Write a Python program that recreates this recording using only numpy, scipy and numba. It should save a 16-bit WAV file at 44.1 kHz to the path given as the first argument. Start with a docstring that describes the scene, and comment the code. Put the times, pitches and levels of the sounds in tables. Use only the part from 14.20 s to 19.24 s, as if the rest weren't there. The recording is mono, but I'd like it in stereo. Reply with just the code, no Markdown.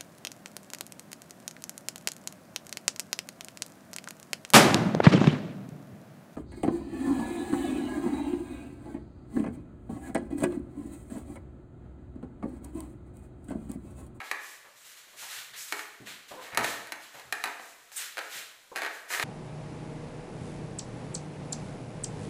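"""A ribbed steel bar is bent by hand round a wooden form bolted to a steel table in a small workshop.
The bar knocks on the tabletop and its ribs slip over the form in runs of clicks; each contact cracks,
rings the table and fills the room. The bar also scrapes along the table and makes the wood creak.
Between pulls the worker's sleeves swish, shoes thud on the floor and a hand brushes the tabletop."""
import sys
import numpy as np
from scipy import signal
from scipy.fft import rfft, irfft, next_fast_len
from scipy.io import wavfile
from scipy.ndimage import uniform_filter1d
from numba import njit

SR = 44100
rng = np.random.default_rng(int(sys.argv[2]) if len(sys.argv) > 2 else 0)


def master(y):
    """Save y as 16-bit WAV."""
    cut = np.clip(np.atleast_2d(y).T, -1, 1)
    pcm = np.round(cut * 32767)  # scale
    wavfile.write(sys.argv[1], SR, pcm.astype(np.int16))


N = 222175
T = np.arange(N) / SR


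def undb(db):
    """Turn decibels into a gain."""
    return 10 ** (np.asarray(db) / 20)


def unit(x):
    """Scale a sound to an average (rms) level of 1."""
    return x / np.sqrt(np.mean(x ** 2))


def at(points, hz):
    """Read between (Hz, value) points on a log-frequency axis."""
    point_hz, value = np.transpose(points)
    return np.interp(np.log(hz + 1), np.log(point_hz), value)


def colour(x, points):
    """Turn a sound's frequencies up or down along (Hz, dB) points."""
    size = next_fast_len(x.shape[-1] + 2048)
    gain = undb(at(points, np.fft.rfftfreq(size, 1 / SR)))
    return irfft(rfft(x, size) * gain, size)[..., :x.shape[-1]]


def fade(t, t60):
    """Die away smoothly; t60 is the fade time, the seconds it takes to drop 60 dB."""
    return np.exp(-np.log(1000) * t / t60)


def add(track, start, sound):
    """Mix a sound into a track at a time in seconds."""
    i = max(int(start * SR), 0)
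    track[..., i:i + sound.shape[-1]] += sound[..., :max(N - i, 0)]


def flutter(rate):
    """A smooth random wobble that takes about `rate` new values a second."""
    hold = int(SR / rate)
    steps = np.repeat(rng.standard_normal(N // hold + 1), hold)
    return unit(uniform_filter1d(steps, hold)[:N])


def gesture(start, length, swell_s, t60):
    """The loudness of one sliding movement: it swells, holds until its length is up, then dies away."""
    rise = np.sin(np.pi / 2 * np.clip((T - start) / swell_s, 0, 1)) ** 2
    return rise * fade(np.clip(T - start - length, 0, 2 * t60), t60)


@njit
def high_pass(x, edge, damping):
    """Cut the lows below a moving edge; less damping gives a stronger peak at the edge."""
    y, band, low = np.empty(len(x)), 0., 0.
    for i in range(len(x)):
        g = edge[i]
        v = (band + g * (x[i] - low)) / (1 + g * (g + damping))
        y[i] = x[i] - damping * v - low - g * v
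        band, low = 2 * v - band, low + 2 * g * v
    return y


def diffuse(points, size=N):
    """Coloured noise from all sides: left and right are alike in the bass, unlike in the treble."""
    # Each row: frequency in Hz, how alike left and right are (1 is the same, 0 unrelated).
    likeness_curve = [(100, .98), (700, .94), (1900, .78), (4200, .38), (7500, .12), (12000, -.2)]
    padded = next_fast_len(size)
    hz = np.fft.rfftfreq(padded, 1 / SR)
    likeness = np.clip(at(likeness_curve, hz), -.99, .99)
    mid, side = rfft(rng.standard_normal((2, padded))) * np.sqrt([1 + likeness, 1 - likeness])
    spectrum = np.array([mid + side, mid - side]) * undb(at(points, hz))
    return unit(irfft(spectrum, padded)[:, :size])


def room_air(db=-65):
    """The quiet, steady hush of the room."""
    # The tone of the hush. Each row: frequency in Hz, level in dB.
    air_colour = [(25, -2), (60, -11), (120, -0.5), (250, -2.5), (600, 4), (1500, 2), (4000, -6.5),
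                  (15000, -11)]
    return undb(db) * diffuse(air_colour)


def room_echo(sound, t60=0.89, build_s=0.0021, wet_db=-2, wall_s=0.017, wall_db=-12):
    """Near surfaces answer in a quick burst, one wall with a distinct echo; the rest dies away slowly."""
    # The tone of the echoes. Each row: frequency in Hz, level in dB.
    echo_colour = [(60, 0.5), (280, 0), (480, 1), (800, 0), (1150, 0.5), (1700, -0.5), (2600, -3),
                   (4200, -8), (7000, -4), (10500, -9.5), (15000, -7)]
    t = T[:SR]
    burst = undb(-4) * fade(t, 0.16)
    envelope = (fade(t, t60) + burst) * (1 - np.exp(-t / build_s))
    tail = unit(diffuse(echo_colour, size=SR) * envelope) / np.sqrt(SR)
    out = signal.fftconvolve(sound[None], undb(wet_db) * tail, axes=1)[:, :N]
    wall = colour(sound, [(600, -6), (1800, -24), (4000, -18), (12000, -20)])
    add(out, wall_s, undb(wall_db) * wall)
    return out


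def sleeves(grain_db=0.3, edge_hz=1347, edge_hz_per_db=3.5, edge_q=2.17, coarse_db=2):
    """Cloth slides on cloth and table: a fine swish over a coarser rub, both catching unevenly."""
    # Arm movements. Each row: start, swell time and length in seconds, swish level in dB,
    # rub offset from that level in dB.
    strokes = [(.01, 0.051, .075, -51, -1), (0.173, 0.076, 0.15, -48.5, -7.5),
               (0.551, 0.021, 0.077, -56, -7.5), (0.609, 0.063, 0.11, -50.5, -5.5),
               (0.751, 0.027, 0.041, -52.5, -3), (.86, .03, .07, -58.5, -3.5),
               (0.942, 0.075, .11, -42, -5.5), (1.062, 0.057, 0.13, -41.5, -3), (1.328, 0.011, .03, -54, 7),
               (1.343, 0.049, 0.083, -39, -12), (1.454, 0.043, 0.15, -45, -6),
               (1.85, 0.025, 0.068, -47.5, 1), (2.073, .02, 0.042, -51, -1.5),
               (2.188, 0.047, 0.057, -49.5, -1), (2.417, 0.028, 0.081, -37, -3.5),
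               (2.788, .05, 0.062, -52, -1.5), (2.925, 0.022, 0.072, -53.5, -2),
               (3.187, 0.055, 0.098, -54, -5), (3.368, .07, 0.14, -53, -10), (3.563, 0.06, 0.13, -64, -12),
               (3.715, 0.013, 0.051, -47, -10), (3.742, 0.053, 0.089, -38, -4.5),
               (3.99, .03, 0.11, -51.5, -4.5), (4.07, 0.095, 0.11, -40, -3), (4.58, .05, 0.051, -49.5, 4),
               (4.692, 0.054, 0.066, -51, -9), (4.873, 0.056, 0.077, -35, -8), (4.985, 0.044, .06, -44, 3)]
    # The tones of the swish and the rub. Each row: frequency in Hz, level in dB.
    swish_colour = [(2500, -30), (5000, -4.5), (7500, -1), (9500, -6), (13000, -6), (16000, -10.5)]
    rub_colour = [(100, 0), (450, 6), (850, -5), (1300, -8), (1900, -2.5), (2700, -1), (4200, 0),
                  (6000, -18), (12000, -50)]
    swish_gain, rub_gain = undb(-61), undb(-64)  # the cloth never quite rests
    for start, swell, length, db, rub_db in strokes:
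        swish_gain = np.hypot(swish_gain, undb(db) * gesture(start, length, swell, t60=0.52))
        rub_gain = np.hypot(rub_gain, undb(db + rub_db) * gesture(start, length, swell, t60=0.66))
    # A stronger stroke lifts the lower edge of the rub.
    vigour_db = 20 * np.log10(swish_gain / np.median(swish_gain))
    edge = np.tan(np.pi * (edge_hz + edge_hz_per_db * vigour_db) / SR)
    rub = np.array([high_pass(side, edge, 1 / edge_q) for side in diffuse(rub_colour)])
    cloth = swish_gain * diffuse(swish_colour) + rub_gain * undb(coarse_db) * unit(rub)
    return cloth * undb(grain_db * flutter(180))


def hand_brush(start=3.762, db=-32, rise_s=0.0017, t60=0.26, hz=8200, width_hz=2200, lag_s=.00005):
    """A hand brushes the tabletop with a bright hiss; its highest part reaches the left a little later."""
    out, t = np.zeros((2, N)), T[:SR // 2]
    peak = signal.iirpeak(hz, hz / width_hz, fs=SR)
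    near, *scattered = rng.standard_normal((3, len(t)))
    hiss = unit(signal.lfilter(*peak, signal.lfilter(*peak, near + np.array(scattered))))
    top = colour(rng.standard_normal(len(t)), [(8500, -38), (10500, 3), (15000, 2)])
    hiss += np.array([np.interp(t - lag_s, t, top), top])
    add(out, start, undb(db) * hiss * (1 - np.exp(-t / rise_s)) * fade(t, t60))
    return out


def thuds(rise_s=0.0043):
    """Shoes, body and bar make soft, heavy contacts: low rumbles with no crack."""
    # Each row: start in seconds, level in dB, treble cutoff in Hz, fade time in seconds.
    contacts = [(.442, -55, 1310, .33), (.865, -62, 700, .15), (.927, -58, 796, .46),
                (1.02, -50.5, 1290, .25), (1.161, -72, 152, .8), (1.301, -69, 150, .7),
                (1.799, -51, 302, 0.61), (2.110, -44.5, 700, 0.47), (2.181, -47.5, 1100, 0.51),
                (2.331, -53, 204, 0.2), (2.376, -35, 540, 0.68), (2.941, -50.5, 910, 0.82),
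                (3.05, -63, 150, 0.56), (4.15, -54, 614, 0.29), (4.989, -46.5, 500, .22)]
    # The tone of a thud before its treble is cut. Each row: frequency in Hz, level in dB.
    thud_colour = [(30, -20), (55, -47), (75, 4), (95, -25), (121, 8.5), (150, -4.5), (200, 2.5),
                   (450, 7.5), (2000, 20.5)]
    out, t = np.zeros((2, N)), T[:SR]
    for start, db, dull_hz, t60 in contacts:
        low_pass = signal.butter(3, dull_hz, fs=SR, output="sos")
        rumble = unit(signal.sosfilt(low_pass, diffuse(thud_colour, size=SR)))
        envelope = (1 - np.exp(-t / rise_s)) * (fade(t, t60) + undb(-14.5) * fade(t, 1.0))
        add(out, start, undb(db) * rumble * envelope)
    return out


def creaks_and_bar_note(waver=0.11, overtone_db=-3, fall_db=-12):
    """Short, dull, wavering tones: the wood creaks, and the bar sounds a low note when knocked at 1.524 s."""
    # Each row: start and length in seconds, pitch in Hz, level in dB.
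    short_tones = [(0.447, 0.069, 565, -64.5), (1.028, 0.037, 870, -53.5), (1.524, 0.024, 411, -47.5),
                   (2.109, 0.012, 577, -47.5), (2.17, 0.0355, 492.7, -47.5), (4.517, 0.014, 459, -44)]
    out, t = np.zeros(N), T[:SR // 5]
    for start, length, hz, db in short_tones:
        pitch = hz * (1 + waver * flutter(400)[:len(t)])
        angle = 2 * np.pi * np.cumsum(pitch) / SR
        overtones = np.sin(2 * angle) + undb(fall_db) * np.sin(3 * angle)
        tone = unit(np.sin(angle) + undb(overtone_db) * overtones)
        add(out, start, undb(db) * tone * fade(np.maximum(t - length, 0), 0.012))
    return out


def contact_crack(force, spread_s=0.000464, cut_hz=280):
    """A push sets off brief resonances; bending waves in the steel carry the treble ahead of the bass."""
    # Each row, one resonance: frequency in Hz, width in Hz, level in dB.
    resonances = [(486, 190, -11.5), (783, 450, 1.5), (1330, 550, -4), (1737, 550, 5), (2210, 124, -3.5),
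                  (3910, 330, -3), (6220, 460, -12.5), (7640, 500, -15), (9660, 2200, -13.5)]
    size = next_fast_len(N + 2048)
    # The delay is spread_s at 1 kHz and shorter for higher frequencies.
    lag_cycles = 2 * spread_s * np.sqrt(np.fft.rfftfreq(size, 1 / SR) * 1000)
    force = irfft(rfft(force, size) * np.exp(-2j * np.pi * lag_cycles), size)[:N]
    force = signal.sosfilt(signal.butter(2, cut_hz, "high", fs=SR, output="sos"), force)
    return sum(undb(db) * signal.lfilter(*signal.iirpeak(hz, hz / width, fs=SR), force)
               for hz, width, db in resonances)


def bar_drag(slips_per_s=1100, scatter_db=3):
    """The bar drags over the table: rust and ribs catch and let go in many tiny slips."""
    # Each row: start and length in seconds, level in dB.
    drags = [(0, 0.0042, -40), (2.216, 0.11, -55.5), (2.316, 0.036, -50), (2.94, 0.07, -61),
             (4.553, .115, -47.5), (4.902, 0.11, -46)]
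    slips = (rng.random(N) < slips_per_s / SR) * rng.standard_normal(N)
    slips *= undb(scatter_db * rng.standard_normal(N))
    scrape = colour(contact_crack(slips), [(2500, 0.5), (6000, -9.5)])
    envelope = sum(undb(db) * gesture(start, length, swell_s=0.0029, t60=0.18)
                   for start, length, db in drags)
    return unit(scrape) * envelope


def table_ring(patchy_db=2, detune=.002):
    """The steel top rings in many tones; where the bar lands shifts their level and pitch by chance."""
    # Each row, one tone: frequency in Hz, level in dB, fade time in seconds.
    tones = [(322, -9, 0.62), (510, -7, 0.42), (650, -6, 0.25), (711, 2, 0.12), (860, -13.5, 0.81),
             (905, 7.5, 0.083), (1180, -3, 0.28), (1272, 1, 0.54), (1370, -2, 0.54), (1520, 1.5, 0.7),
             (1700, -20, 0.55), (1700, -12, 0.36), (1870, 13, 0.15), (1980, 8, 0.3), (1890, 8.5, .4),
             (2140, -0.5, .45), (2150, -13, 0.26), (2320, -8, 0.28), (2640, -11, 0.27), (2870, -13, 0.5),
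             (3590, -1, 0.64), (3980, -4, 0.31)]
    t = T[:SR // 2].astype(np.float32)
    hz, db, t60 = np.float32(tones).T[:, :, None]
    share, shift, phase = np.float32(rng.standard_normal((len(tones), 3))).T[:, :, None]
    angle = 2 * np.pi * (hz * (1 + detune * shift) * t + phase)
    return np.sum(undb(db + patchy_db * share) * fade(t, t60) * np.sin(angle), axis=0)


def rib_clicks(max_ribs=12, jitter=.05, scatter_db=0.5):
    """One click as each rib slips over the form, nearly evenly spaced, growing or fading with the pull."""
    # Each row: start, length and rib-to-rib gap in seconds, then starting level, ending level,
    # bass boost and treble boost in dB.
    runs = [(3.971, 0.023, 0.0094, -19.5, -14.5, -7, -4), (4.5593, 0.037, 0.0083, -17.5, -28, -1.5, 1.5),
            (4.618, .053, .0152, -17.5, -20, -1, -4), (4.904, 0.053, 0.011, -22, -12, -13, -3.5)]
    for start, length, gap, first_db, last_db, bass_db, treble_db in runs:
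        for k, (late, strong) in enumerate(rng.standard_normal((max_ribs, 2))):
            if k * gap < length:
                db = first_db + (last_db - first_db) * k * gap / length + scatter_db * strong
                yield start + gap * (k + jitter * late), db, bass_db, treble_db


def blows(rebounds=2, gap_s=.0175, loss_db=0.5):
    """The bar strikes the table or the form, then bounces in weaker, duller rebounds."""
    # Each row: start in seconds, then level, bass boost, treble boost and the first rebound's
    # level against the blow, all in dB.
    strikes = [(0.1137, -12, -4, -2.5, -29), (1.524, -14, -5.5, 2.5, -19), (1.593, -21.5, -5, -1, -20),
               (1.872, -31.5, -9, -7, -11), (2.348, -35, 10, 16, -20), (2.3738, -9, 0, 5.5, -8),
               (2.444, -12.5, -27, 0.5, -24), (2.672, -43, -10, 16.5, -13), (2.7216, -21, 2.5, 6.5, -24),
               (2.997, -42.5, -4, 14.5, -15), (3.1251, -17, 0.5, 8.5, -21), (3.2395, -13.5, -4.5, 4, -5.5),
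               (3.396, -34.5, 11.5, -8, -13.5), (3.718, -44.5, -7, 15, -18), (4.9975, -13.5, -1, -1.5, -18),
               (5.027, -12.5, -4, -1, -14)]
    for start, db, bass_db, treble_db, rebound_db in strikes:
        yield start, db, bass_db, treble_db
        for k in range(rebounds):
            yield start + (k + 1) * gap_s, db + rebound_db - k * loss_db, bass_db + 4, treble_db - 10


def bar_knocks(chatter_db=-19.5, chatter_t60=0.033, build_s=0.0038, crack_db=11.5, ring_db=-48):
    """Each contact is one sharp push and a brief chatter of steel on steel; the table rings on."""
    force, ring, t = np.zeros(N), np.zeros(N), T[:SR // 10]
    chatter_gain = undb(chatter_db) * fade(t, chatter_t60) * (1 - fade(t, build_s))
    for start, db, bass_db, treble_db in [*blows(), *rib_clicks()]:
        push = chatter_gain * rng.standard_normal(len(t))
        push[0] = 1  # the sharp push, ahead of the chatter
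        bass = signal.lfilter(*signal.butter(1, 700, fs=SR), push)
        treble = signal.lfilter(*signal.butter(1, 4000, "high", fs=SR), push)
        push += (undb(bass_db) - 1) * bass + (undb(treble_db) - 1) * treble
        add(force, start, undb(db) * push)
        add(ring, start, undb(db) * table_ring())
    return undb(crack_db) * contact_crack(force) + undb(ring_db) * ring


def scene(tones_echo_db=-4):
    """Mix bar, table, room and worker; the steel's treble differs between left and right."""
    steel, tones = bar_knocks() + bar_drag(), creaks_and_bar_note()
    left = colour(steel, [(2500, 2.8), (4500, 1.0), (7000, 0.43), (11500, 2.1)])
    right = colour(steel, [(2500, 2.5), (4500, -1.0), (7000, 2), (11500, -7.5)])
    echo = room_echo(steel + undb(tones_echo_db) * tones)
    return np.array([left, right]) + tones + echo + thuds() + sleeves() + hand_brush() + room_air()


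def record(dry, top_hz=15400):
    """Left and right get slightly different tones, and the highest treble is cut steeply."""
    # Each row: frequency in Hz, left gain minus right gain in dB.
    balance = [(100, 0.1), (1800, 1), (4000, 0.4), (6300, -1.5), (8500, -1.5), (10500, 7.5), (13000, -1)]
    left = colour(dry[0], [(hz, db / 2) for hz, db in balance])
    right = colour(dry[1], [(hz, -db / 2) for hz, db in balance])
    low_pass = signal.ellip(10, .2, 70, top_hz, fs=SR, output="sos")
    return signal.sosfilt(low_pass, np.array([left, right]))


dry = scene()
out = record(dry)
master(out)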